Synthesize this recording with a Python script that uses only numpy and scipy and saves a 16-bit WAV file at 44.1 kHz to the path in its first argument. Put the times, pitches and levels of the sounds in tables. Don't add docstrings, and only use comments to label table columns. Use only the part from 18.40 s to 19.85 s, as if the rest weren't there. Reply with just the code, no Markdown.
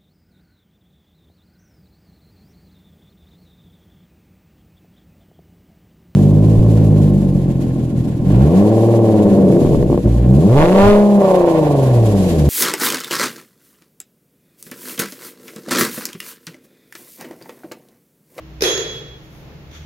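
import sys
import numpy as np
from scipy import signal
from scipy.io import wavfile

SR = 44100
rng = np.random.default_rng(int(sys.argv[2]) if len(sys.argv) > 2 else 0)


def to_wav(s):
    ch = np.atleast_2d(s).T
    pcm = np.round(np.clip(ch, -1, 1) * 32767)
    wavfile.write(sys.argv[1], SR, pcm.astype(np.int16))


N = 63945
T = np.arange(N) / SR


def from_db(db):
    return 10 ** (np.asarray(db) / 20)


def at_hz(table, hz):
    freqs, values = np.transpose(table)
    return np.interp(np.log(hz), np.log(freqs), values)


def pan(db):
    return from_db(np.array([[.5], [-.5]]) * db)


def drift(rate_hz):
    hop, settle = 40, 2000
    pole = np.exp(-2 * np.pi * rate_hz * hop / SR)
    white = rng.standard_normal(N // hop + settle + 2)
    slow = signal.lfilter([1], [1, -2 * pole, pole * pole], white)[settle:]
    return np.interp(np.arange(N) / hop, np.arange(len(slow)), (slow - slow.mean()) / slow.std())


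def strike(start_s, attack_s, t60_s):
    age = np.maximum(T - start_s, 0)
    return (1 - np.exp(-age / attack_s)) * from_db(-60 * age / t60_s)


def swell(peak_s, sigma_s, db):
    return from_db(db) * np.exp(-.5 * ((T - peak_s) / sigma_s) ** 2)


def bells(x, peaks):
    for hz, width_hz, db in peaks:
        b, a = signal.iirpeak(hz, hz / width_hz, fs=SR)
        x = x + (from_db(db) - 1) * signal.lfilter(b, a, x)
    return x


# (frequency [Hz], correlation [-])
BACKGROUND_CORRELATION = [(60, 0.68), (150, 0.97), (420, 0.78), (1000, 0.21), (2200, -0.024),
                          (4500, -0.073), (7000, 0.13), (9000, 1), (15000, 0.97)]

def bands(spectrum, correlation=BACKGROUND_CORRELATION):
    edges = 22 * 2 ** (np.arange(30) / 3)
    centres = np.sqrt(edges[1:] * edges[:-1])
    power = from_db(at_hz(spectrum, centres)) ** 2 * np.diff(edges)
    white = rng.standard_normal((2, 2, N + SR // 2))
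    for k, hz in enumerate(centres):
        sos = signal.butter(3, edges[k:k + 2], "band", fs=SR, output="sos")
        noise = signal.sosfilt(sos, white[k % 2])[:, -N:]
        mid, side = noise / noise.std(axis=1, keepdims=True)
        alike = np.clip(at_hz(correlation, hz), -1, 1)
        stereo = np.sqrt(1 + alike) * mid + np.sqrt(1 - alike) * side * [[1], [-1]]
        yield hz, np.sqrt(power[k] / power.sum() / 2) * stereo


# (time [s], clack gain [dB], panel gain [dB], room send [dB])
CONTACTS = [(0.2075, -10.5, -19.5, -3), (0.2205, 0.5, -0.5, 0.5), (0.2363, -1.5, -6, -11),
            (0.376, -10, -15, -16)]
# (frequency [Hz], left minus right [dB])
KNOCK_BALANCE = [(200, 1), (420, 2.5), (1100, -1.5), (2500, -4.5), (4500, -0.5), (7000, -8), (9000, 0),
                 (15000, 1)]
# (frequency [Hz], gain [dB], T60 [s])
PANEL_MODES = [(349.5, -20.5, 0.625), (378.2, -23, 0.68), (388.7, -24, 0.85), (416.7, -22.5, 0.84),
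               (460, -32, 0.39), (448.4, -21.5, 0.92), (462.3, -23.5, 0.85), (506.6, -24.5, 0.97),
               (611.3, -35.5, 1.1), (594, -63, 0.72)]

def panel():
    thump_hz, thump_db, thump_lag_s = 420.6, 3, 0.0014
    mode_lag_s, mode_attack_s, ear_spread_rad = 0.0029, 0.015, 0.49
    out = np.zeros((2, N))
    for s, _, db, _ in CONTACTS:
        start = s + thump_lag_s
        envelope = from_db(thump_db + db) * strike(start, attack_s=0.0029, t60_s=0.029)
        out += envelope * np.sin(2 * np.pi * thump_hz * (T - start))
    for hz, mode_db, t60_s in PANEL_MODES:
        phase = rng.uniform(0, 2 * np.pi) + ear_spread_rad * rng.standard_normal((2, 1))
        power = sum((from_db(db) * strike(s + mode_lag_s, mode_attack_s, t60_s)) ** 2
                    for s, _, db, _ in CONTACTS)
        mode = from_db(mode_db) * np.sqrt(power) * np.sin(2 * np.pi * hz * T + phase)
        out += mode * pan(at_hz(KNOCK_BALANCE, hz))
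    return out


CLACK_ATTACK_S, CLACK_T60_S = 0.0025, 0.015
# (frequency [Hz], relative density [dB])
CLACK_SPECTRUM = [(200, -11), (800, -13), (1900, -2.5), (3000, -9), (3900, -5), (5200, 0.5), (6500, -9.5),
                  (8100, -41), (11500, -10.5), (15800, -24)]
# (frequency [Hz], correlation [-])
CLACK_CORRELATION = [(400, 0.38), (1300, -0.49), (4400, 0.0081), (9000, 0.5)]

def clack(gain_db=-3):
    envelope = sum(from_db(db) * strike(s, CLACK_ATTACK_S, CLACK_T60_S) for s, db, _, _ in CONTACTS)
    crack = sum(noise * pan(at_hz(KNOCK_BALANCE, hz))
                for hz, noise in bands(CLACK_SPECTRUM, CLACK_CORRELATION))
    return from_db(gain_db) * envelope * crack


def latch(hz=5100, gain_db=-13):
    out = 0
    for s, db, _, _ in CONTACTS:
        envelope = from_db(gain_db + db) * strike(s, CLACK_ATTACK_S, CLACK_T60_S)
        out += envelope * np.sin(2 * np.pi * hz * (T - s))
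    return out * pan(at_hz(KNOCK_BALANCE, hz))


# (time [s], relative level [dB])
METAL_ENVELOPES = [
    [(0.22, -50), (0.248, -24.5), (0.29, -21.5), (0.386, -30.5), (0.582, -35.5), (0.612, -43),
     (0.758, -45.5), (0.782, -57.5), (1.0, -70)],
    [(0.22, -41.5), (0.33, -32), (0.436, -39), (0.46, -58), (0.486, -47.5), (0.776, -77.5), (0.8, -73)],
]
# (gain [dB], left minus right [dB])
METAL_MIX = [(3, -2), (5, -12.5)]

def metal(note_hz=3343.5, fade_db_per_s=78):
    waver_db, waver_rad, waver_hz = 1.6, .45, 28
    out = 0
    for harmonic, (curve, (gain_db, side_db)) in enumerate(zip(METAL_ENVELOPES, METAL_MIX), 1):
        times, levels = np.transpose(curve)
        fade_db = fade_db_per_s * np.maximum(T - times[-1], 0)
        envelope = (T > times[0]) * from_db(gain_db + np.interp(T, times, levels) - fade_db)
        phase = 2 * np.pi * harmonic * note_hz * T
        ears = []
        for offset_rad in (0, np.pi / 2):
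            waver = from_db(waver_db * drift(waver_hz))
            ears.append(waver * np.sin(phase + waver_rad * drift(waver_hz) + offset_rad))
        out += envelope * np.array(ears) * pan(side_db)
    return out


def puff(mode_hz=61.4):
    return swell(peak_s=0.21, sigma_s=0.039, db=-35) * np.sin(2 * np.pi * mode_hz * T)


# (frequency [Hz], relative density [dB])
ROOM_SPECTRUM = [(100, -14), (250, -9.5), (400, 11), (520, 4.5), (700, -4.5), (1200, -4.5), (1850, -5.5),
                 (3000, -5.5), (3900, -4), (5400, -7.5), (6400, -5.5), (7300, -23), (8100, -35),
                 (10800, -2), (13000, -19.5), (15800, -34)]
# (frequency [Hz], T60 [s])
ROOM_T60 = [(200, 1.15), (500, 0.92), (1400, 1.02), (3500, 0.96), (6000, 0.74), (10000, 0.37), (15000, 0.5)]
# (frequency [Hz], correlation [-])
ROOM_CORRELATION = [(100, 0.55), (250, 0.95), (420, 0.73), (700, 0.46), (1250, -0.35), (2400, 0.16),
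                    (4500, 0.047), (7000, -0.28), (9000, 0.89), (15000, 1)]

def reverberation(gain_db=-19.5, delay_s=0.0058, build_s=.008):
    out = 0
    for hz, noise in bands(ROOM_SPECTRUM, ROOM_CORRELATION):
        power = sum((from_db(db) * strike(s + delay_s, build_s, at_hz(ROOM_T60, hz))) ** 2
                    for s, _, _, db in CONTACTS)
        out += np.sqrt(power) * noise * pan(at_hz(KNOCK_BALANCE, hz))
    return from_db(gain_db) * out


# (time [s], sigma [s], level [dB])
SCUFF_SWELLS = [(1.05, 0.035, -47.5), (1.115, 0.039, -45.5)]
# (frequency [Hz], relative density [dB])
SCUFF_SPECTRUM = [(70, -8), (140, 14), (220, 1), (290, 4), (800, -5), (1500, -20), (5000, -32), (8000, -53)]
# (time [s], sigma [s], level before resonances [dB])
RUSTLE_SWELLS = [(1.316, 0.0026, -53.5), (1.356, .02, -50), (1.405, 0.06, -53.5)]
# (frequency [Hz], relative density [dB])
RUSTLE_SPECTRUM = [(300, -7), (900, -11), (1400, 4), (2300, 1), (3500, 2.5), (4600, -5), (6500, -2),
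                   (8200, -26), (12500, -14), (16000, -26)]
# (frequency [Hz], width [Hz], boost [dB])
RUSTLE_RESONANCES = [(1380, 150, 6), (2200, 180, 7), (3400, 270, 8), (6150, 770, 5.5)]
# (time [s], sigma [s], level [dB])
HISS_SWELLS = [(.55, 0.052, -57), (.85, 0.017, -64), (.97, 0.056, -60)]
# (frequency [Hz], relative density [dB])
HISS_SPECTRUM = [(2000, -8), (6500, 4.5), (8200, -16), (11000, 3), (13500, -1), (16000, -4)]

def friction():
    def rub(swells, spectrum):
        return sum(swell(*row) for row in swells) * sum(noise for _, noise in bands(spectrum))

    rustle = bells(rub(RUSTLE_SWELLS, RUSTLE_SPECTRUM), RUSTLE_RESONANCES)
    return rustle + rub(SCUFF_SWELLS, SCUFF_SPECTRUM) + rub(HISS_SWELLS, HISS_SPECTRUM)


# (frequency [Hz], relative density [dB])
AIR_SPECTRUM = [(25, -8.5), (62, 0), (90, -15.5), (140, 4), (210, -10.5), (330, -11.5), (600, -15.5),
                (1200, -22.5), (2500, -23.5), (5000, -31.5), (6700, -35), (8200, -74), (10500, -43.5),
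                (13500, -42.5), (16000, -44)]
# (time [s], level [dB])
AIR_ENVELOPE = [(0, -43), (.2, -42.5), (.6, -42), (.9, -43), (1.1, -41.5), (1.25, -42.5), (1.45, -43)]
# (frequency [Hz], start level [dB], midway level [dB], end level [dB])
FAN_TONES = [(61.9, -45, -45.5, -67), (76.35, -64, -60, -38.5), (117.15, -53.5, -41.5, -62),
             (143.3, -46, -42.5, -43), (318, -46, -51, -58.5)]

def ventilation(waver_db=2, waver_hz=5.2, phase_drift_hz=2.54):
    air_db = np.interp(T, *np.transpose(AIR_ENVELOPE))
    air = from_db(air_db) * sum(noise for _, noise in bands(AIR_SPECTRUM))
    hum = 0
    for hz, *levels in FAN_TONES:
        tone_db = np.interp(T, np.linspace(0, T[-1], len(levels)), levels) + waver_db * drift(waver_hz)
        hum += from_db(tone_db) * np.sin(2 * np.pi * hz * T + drift(phase_drift_hz))
    return air + hum


# (frequency [Hz], width [Hz], boost [dB])
HARDWARE_RESONANCES = [(1330, 42, 4.5), (1825, 200, 6), (2492, 16, 8), (3685, 57, 6.5), (3950, 94, 6),
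                       (5160, 63, 6), (5670, 58, 6), (6170, 180, 9)]

def scene():
    clatter = bells(clack() + reverberation(), HARDWARE_RESONANCES)
    knock = clatter + latch() + panel() + metal() + puff()
    return knock + ventilation() + friction()


def record(dry):
    dip_hz, dip_width_hz, dip_db, cutoff_hz = 7650, 1600, -1.5, 15650
    dipped = bells(dry, [(dip_hz, dip_width_hz, dip_db)])
    return signal.sosfilt(signal.ellip(10, .1, 80, cutoff_hz, fs=SR, output="sos"), dipped)


dry = scene()
out = record(dry)
to_wav(out)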